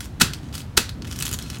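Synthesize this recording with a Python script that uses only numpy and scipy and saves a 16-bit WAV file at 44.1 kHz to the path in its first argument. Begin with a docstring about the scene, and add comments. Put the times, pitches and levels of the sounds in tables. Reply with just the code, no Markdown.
"""Two foil seals pop as a plastic pack of acid bottles is pushed down onto a battery.
Each seal strains and rips, the hollow pack rings, and it drops with a thump.
Between and after the pops the plastic scrapes, snaps as it buckles and once faintly squeaks.
A small workshop adds a short echo; under it all lie a low rumble and dull handling noise."""
import sys
import numpy as np
from scipy import signal
from scipy.fft import rfft, irfft
from scipy.io import wavfile
from scipy.ndimage import uniform_filter1d

SR = 44100
rng = np.random.default_rng(int(sys.argv[2]) if len(sys.argv) > 2 else 0)


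def bounce(signal):
    """Save signal as a 16-bit WAV file at the path given by the first command-line argument."""
    frames = np.transpose(np.atleast_2d(signal))
    limited = np.clip(frames, -1, 1)
    pcm = np.round(limited * 32767).astype(np.int16)
    wavfile.write(sys.argv[1], SR, pcm)


N = 70560

# Tone of the steady rumble and hiss: f/Hz, relative level/dB
RUMBLE_SPECTRUM = [(20, -41), (35, -11), (60, 1.5), (85, 1.5), (140, -4.5), (190, -11.5), (260, -12.5),
                   (330, -18.5), (450, -24.5), (870, -28), (1500, -32), (2100, -36), (4000, -40),
                   (6000, -44.5), (16000, -55.5)]
# Tone of the pack shifting in the hands: f/Hz, relative level/dB
HANDLING_SPECTRUM = [(30, -32), (80, -23.5), (120, 4), (280, -4.5), (500, -22.5), (1200, -32), (4000, -64)]
# How loud that shifting is over time: t/s, level/dB
HANDLING_LEVELS = [(0, -43), (.5, -39), (.62, -42), (.72, -88), (1.0, -35), (1.3, -39), (1.6, -38)]
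# How long the room echoes: f/Hz, time to fade by 60 dB/s
ROOM_FADE_TIMES = [(100, 0.55), (400, 0.11), (1400, 0.32), (4200, 0.28), (8000, 0.22), (16000, 0.19)]
# Notes at which the hollow pack rings: f/Hz, relative level/dB, time to fade by 60 dB/s
PACK_NOTES = [(1170, -7, 0.067), (1327, -8, 0.02), (1470, 4, 0.037), (1706, -5, .03), (1925, 2.5, 0.075),
              (2592, -1, 0.11), (3434, -11.5, 0.12), (4210, -10, 0.057), (4720, -7, 0.026)]
# Tone of the scraping and snapping plastic: f/Hz, relative level/dB
PLASTIC_SPECTRUM = [(150, -23), (500, -19), (1200, -1), (2200, -3.5), (3300, 1), (4500, -2.5), (7000, -1.5),
                    (10000, -5.5), (16000, -13.5)]
# A bottle neck squeaks: t/s, length/s, f/Hz, band width/Hz, level/dB
NECK_SQUEAK = (1.41, .16, 4180, 170, -51)
# The pack slides: t/s, length/s, level/dB, extra treble/dB
SCRAPE_STROKES = [(0, 0.064, -41.5, 0), (0.38, 0.176, -56, -6), (0.53, 0.091, -43, 1),
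                  (1.061, 0.147, -46.5, -1.5), (1.195, 0.161, -41, -10), (1.391, 0.18, -44.5, -7)]
# The plastic buckles: t/s, relative level/dB, f/Hz of the buckling spot, extra treble/dB
PLASTIC_SNAPS = [(.0055, -18, 1430, 3), (0.051, -34, 5760, 13), (0.3346, -17, 4430, -2),
                 (0.345, -28, 4650, 2), (0.5268, -30, 4460, -2), (0.5518, -20, 4700, 1),
                 (.5545, -23.5, 4400, 6), (0.579, -22.5, 4360, 3), (.604, -27, 3220, -9),
                 (0.617, -29.5, 4450, -6), (0.8919, -20, 4430, -3), (1.0209, -25, 4400, -12),
                 (1.046, -29.5, 1400, -10), (1.0505, -27.5, 1800, -6), (1.073, -30.5, 2650, -7.5),
                 (1.1121, -21, 5700, -5), (1.124, -25, 3380, 10), (1.1283, -23.5, 5670, -5),
                 (1.1602, -24.5, 5300, 4), (1.165, -28.5, 9000, 9), (1.1885, -18, 5830, 7),
                 (1.202, -17.5, 8000, 16), (1.2088, -18, 2960, -2), (1.2237, -9.5, 4300, 5),
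                 (1.2524, -15.5, 6800, -2), (1.2559, -16, 6600, 16), (1.2653, -14.5, 3140, 5),
                 (1.2791, -18, 11300, -1), (1.2905, -20.5, 9500, 5), (1.3128, -18.5, 1370, 9),
                 (1.3226, -47, 6700, 6), (1.328, -15.5, 6840, 9), (1.3363, -14.5, 6700, 11),
                 (1.3415, -17.5, 6950, -12), (1.3456, -23, 4150, 1), (1.3878, -18, 3220, 4),
                 (1.4105, -44, 1400, -8), (1.424, -23, 5400, 6), (1.437, -37, 4000, 1),
                 (1.5004, -19.5, 5440, 1.5), (1.5555, -27, 4030, 0), (1.57, -28.5, 2660, -13.5),
                 (1.585, -32.5, 6750, 11)]
# The pack lands and knocks: t/s, level/dB, f/Hz, swell/s, decay/s
PACK_THUMPS = [(0.2199, -8, 239, 0.0015, 0.0028), (0.2371, -14.5, 160, 0.0016, .003),
               (.780, -13, 287, 0.00096, .0015), (.7998, -22, 200, 0.0014, 0.0021),
               (0.805, -20, 232, 0.00075, .002), (1.3173, -26.5, 287, 0.0022, 0.0042)]
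# Tone of the tearing foil: f/Hz, relative level/dB
FOIL_SPECTRUM = [(100, -1.5), (380, -3), (600, -17), (880, -3.5), (1080, -10.5), (1350, 0.5), (1700, -5.5),
                 (2300, -6), (4300, 0), (5100, -4), (7500, -5), (11000, -10.5), (16000, -18.5)]
# The seals rip: t/s, length/s, level/dB, strain beforehand/s, strain level/dB, ring level/dB,
# treble tilt/(dB per octave). The strain and ring levels are relative to the rip.
SEAL_POPS = [(0.2103, 0.0098, -9.5, .012, -17.5, -11.5, 0.16), (0.7728, 0.0057, -8.5, .0065, -21, -16, 0.5)]

RUMBLE_DB, TOP_HZ = -34.5, 16100
NEAR_DB, NEAR_FALL_S, TAIL_DB, TAIL_DELAY_S = -7.5, 0.0063, -9, 0.0073
STROKE_FADE_S, TREBLE_HZ, CRACKLE_RING_DB = 0.0077, 7600, -26
SLIPS_PER_S, SLIP_FALL_S, SLIP_DB = 330, 0.00071, 2
SNAP_DB, SNAP_RISE_S, SNAP_FALL_S = -8.5, 0.0006, 0.0026
SPOT_DB, SPOT_WIDTH_SHARE, SPOT_UNEVEN_DB = 10.5, 0.069, 2.6
STRAIN_RISE_S, RIP_START_DB, RIP_RISE_S, RIP_FALL_S = 0.0021, -7, 0.0011, 0.003


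def amp(db):
    """Turns decibels into a number to multiply by."""
    return 10 ** (np.asarray(db) / 20)


def unit(x):
    """Scales a signal to an average strength (rms) of 1."""
    return x / np.sqrt(np.mean(x ** 2) + 1e-20)


def read(points, hz):
    """Looks up frequencies in a table, blending between rows on a pitch-like (log) scale."""
    f, value = np.transpose(points)
    return np.interp(np.log(hz + 1), np.log(np.abs(f) + 1), value)


def add(mix, s, sound):
    """Mixes a sound in, starting at s seconds."""
    part = mix[max(round(s * SR), 0):][:len(sound)]
    part += sound[:len(part)]


def colour(x, spectrum, extra_db=0):
    """Gives a noise the tone of a spectrum table, at strength 1."""
    hz = np.fft.rfftfreq(len(x), 1 / SR)
    return unit(irfft(rfft(x) * amp(read(spectrum, hz) + extra_db), len(x)))


def treble(size):
    """How much each frequency counts as treble, from 0 to 1."""
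    return 1 - 1 / (1 + (np.fft.rfftfreq(size, 1 / SR) / TREBLE_HZ) ** 4)


def stroke(start, length):
    """Loudness of one rub: it fades in, holds and fades out."""
    t = np.arange(N) / SR
    return np.clip(np.minimum(t - start, start + length - t) / STROKE_FADE_S, 0, 1)


def burst(shape, spectrum, extra_db):
    """A crack: noise with a given tone, whose loudness follows shape."""
    gain = amp(read(spectrum, np.fft.rfftfreq(len(shape), 1 / SR)) + extra_db)
    phase = np.angle(rfft(rng.standard_normal(len(shape)) * shape))
    noise = irfft(gain * np.exp(1j * phase))
    power = np.abs(uniform_filter1d(noise ** 2, size=130))
    return shape * noise / np.sqrt(power + 1e-12)  # even out the noise, then shape it


def background():
    """Steady low rumble and hiss, and the dull shifting of the pack in the hands."""
    rumble = amp(RUMBLE_DB) * colour(rng.standard_normal(N), RUMBLE_SPECTRUM)
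    handling_db = np.interp(np.arange(N) / SR, *np.transpose(HANDLING_LEVELS))
    return rumble + amp(handling_db) * colour(rng.standard_normal(N), HANDLING_SPECTRUM)


def room(x):
    """Sound bounces off the battery and floor, then each band of the echo fades at its own speed."""
    t = np.arange(SR // 10) / SR
    near = rng.standard_normal(len(t)) * (t > .002) * np.exp(-t / NEAR_FALL_S)
    out = x + amp(NEAR_DB) * signal.fftconvolve(x, near / np.linalg.norm(near))[:N]
    frames = dict(nperseg=256, noverlap=192)
    hz, _, bands = signal.stft(x, SR, **frames)
    kept = amp(-60 * 64 / SR / read(ROOM_FADE_TIMES, hz)) ** 2  # power left after each 64-sample step
    power = np.array([signal.lfilter([1 - k], [1, -k], np.abs(b) ** 2) for k, b in zip(kept, bands)])
    hiss = signal.stft(rng.standard_normal(N), SR, **frames)[2]
    tail = signal.istft(np.sqrt(power) * hiss / np.std(hiss), SR, **frames)[1][:N]
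    add(out, TAIL_DELAY_S, amp(TAIL_DB) * tail)
    return out


def pack_ring(x):
    """Shaken by the sound x, the hollow pack rings at its own notes."""
    t = np.arange(SR // 4) / SR
    ring = sum(amp(db - 60 * t / fade_s) * np.cos(2 * np.pi * hz * t) for hz, db, fade_s in PACK_NOTES)
    return signal.fftconvolve(x, ring / np.linalg.norm(ring))[:N]


def squeak():
    """Plastic rubs on plastic and sings faintly: noise squeezed around one pitch."""
    start, length, hz, width_hz, db = NECK_SQUEAK
    band = 1 / (1 + (2 * (np.fft.rfftfreq(N, 1 / SR) - hz) / width_hz) ** 2)
    squeal = unit(irfft(rfft(rng.standard_normal(N)) * band, N))
    return amp(db) * stroke(start, length) * squeal


def scrapes():
    """The bottle necks slide into the battery with a hiss, roughened by tiny slips."""
    out = np.zeros(N)
    slips = (rng.random(N) < SLIPS_PER_S / SR) * np.minimum(rng.exponential(1, N), 2)
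    fading_slips = signal.lfilter([1], [1, -np.exp(-1 / (SLIP_FALL_S * SR))], slips)
    hiss = rng.standard_normal(N) * (1 + amp(SLIP_DB) * unit(fading_slips))
    for start, length, db, treble_db in SCRAPE_STROKES:
        out += amp(db) * stroke(start, length) * colour(hiss, PLASTIC_SPECTRUM, treble_db * treble(N))
    return out


def snaps():
    """The plastic buckles in short cracks; each spot favours its own pitch."""
    out, t = np.zeros(N), np.arange(1024) / SR
    hz = np.fft.rfftfreq(len(t), 1 / SR)
    shape = np.clip(t / SNAP_RISE_S, 0, 1) * np.exp(-np.maximum(t - 2 * SNAP_RISE_S, 0) / SNAP_FALL_S)
    for start, db, spot_hz, treble_db in PLASTIC_SNAPS:
        peak_db = SPOT_DB / (1 + ((hz / spot_hz - 1) / SPOT_WIDTH_SHARE) ** 2)
        ripple_db = SPOT_UNEVEN_DB * unit(uniform_filter1d(rng.standard_normal(len(hz)), size=10))
        tone_db = peak_db + ripple_db + treble_db * treble(len(t))
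        add(out, start, amp(db + SNAP_DB) * burst(shape, PLASTIC_SPECTRUM, tone_db))
    return out


def thumps():
    """Each time the pack lands or knocks, a low note swells and dies almost at once."""
    out, t = np.zeros(N), np.arange(-.01, .05, 1 / SR)
    for peak_s, db, hz, swell_s, decay_s in PACK_THUMPS:
        shape = np.where(t < 0, np.exp(-(t / swell_s) ** 2 / 2), np.exp(-np.abs(t) / decay_s))
        add(out, peak_s + t[0], -amp(db) * shape * np.cos(2 * np.pi * hz * t))
    return out


def pops():
    """Each foil seal rustles under strain, then rips in a swelling burst that makes the pack ring."""
    out, t = np.zeros(N), np.arange(4096) / SR
    octaves = np.log2(np.maximum(np.fft.rfftfreq(len(t), 1 / SR), 500) / 4000)
    for start, length, db, strain_s, strain_db, ring_db, tilt_db in SEAL_POPS:
        rip_t = t - strain_s  # negative until the foil gives way
        strain_shape = np.minimum(t / STRAIN_RISE_S, 1) * (rip_t < 0)
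        strain = amp(strain_db) * strain_shape * colour(rng.standard_normal(len(t)), FOIL_SPECTRUM)
        swell = amp(RIP_START_DB * (1 - np.clip(2 * rip_t / length, 0, 1)))
        fades = np.exp(np.minimum(rip_t, 0) / RIP_RISE_S - np.maximum(rip_t - length, 0) / RIP_FALL_S)
        rip = burst(swell * fades, FOIL_SPECTRUM, tilt_db * octaves)
        pop = np.zeros(N)
        add(pop, start - strain_s, amp(db) * (strain + rip))
        out += pop + amp(ring_db) * pack_ring(pop)
    return out


def scene():
    """Pops, thumps and crackle echo in the room, over the background, in one channel."""
    crackle = snaps() + scrapes() + squeak()
    pack = pops() + thumps() + crackle + amp(CRACKLE_RING_DB) * pack_ring(crackle)
    return (room(pack) + background())[None]


def record(dry):
    """Flattens any peaks beyond full scale, then removes the highest treble."""
    clipped = np.clip(dry, -1, 1)
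    low_pass = signal.firwin(511, TOP_HZ, window=("kaiser", 9), fs=SR)
    return signal.oaconvolve(clipped, low_pass[None], "same")


dry = scene()
out = record(dry)
bounce(out)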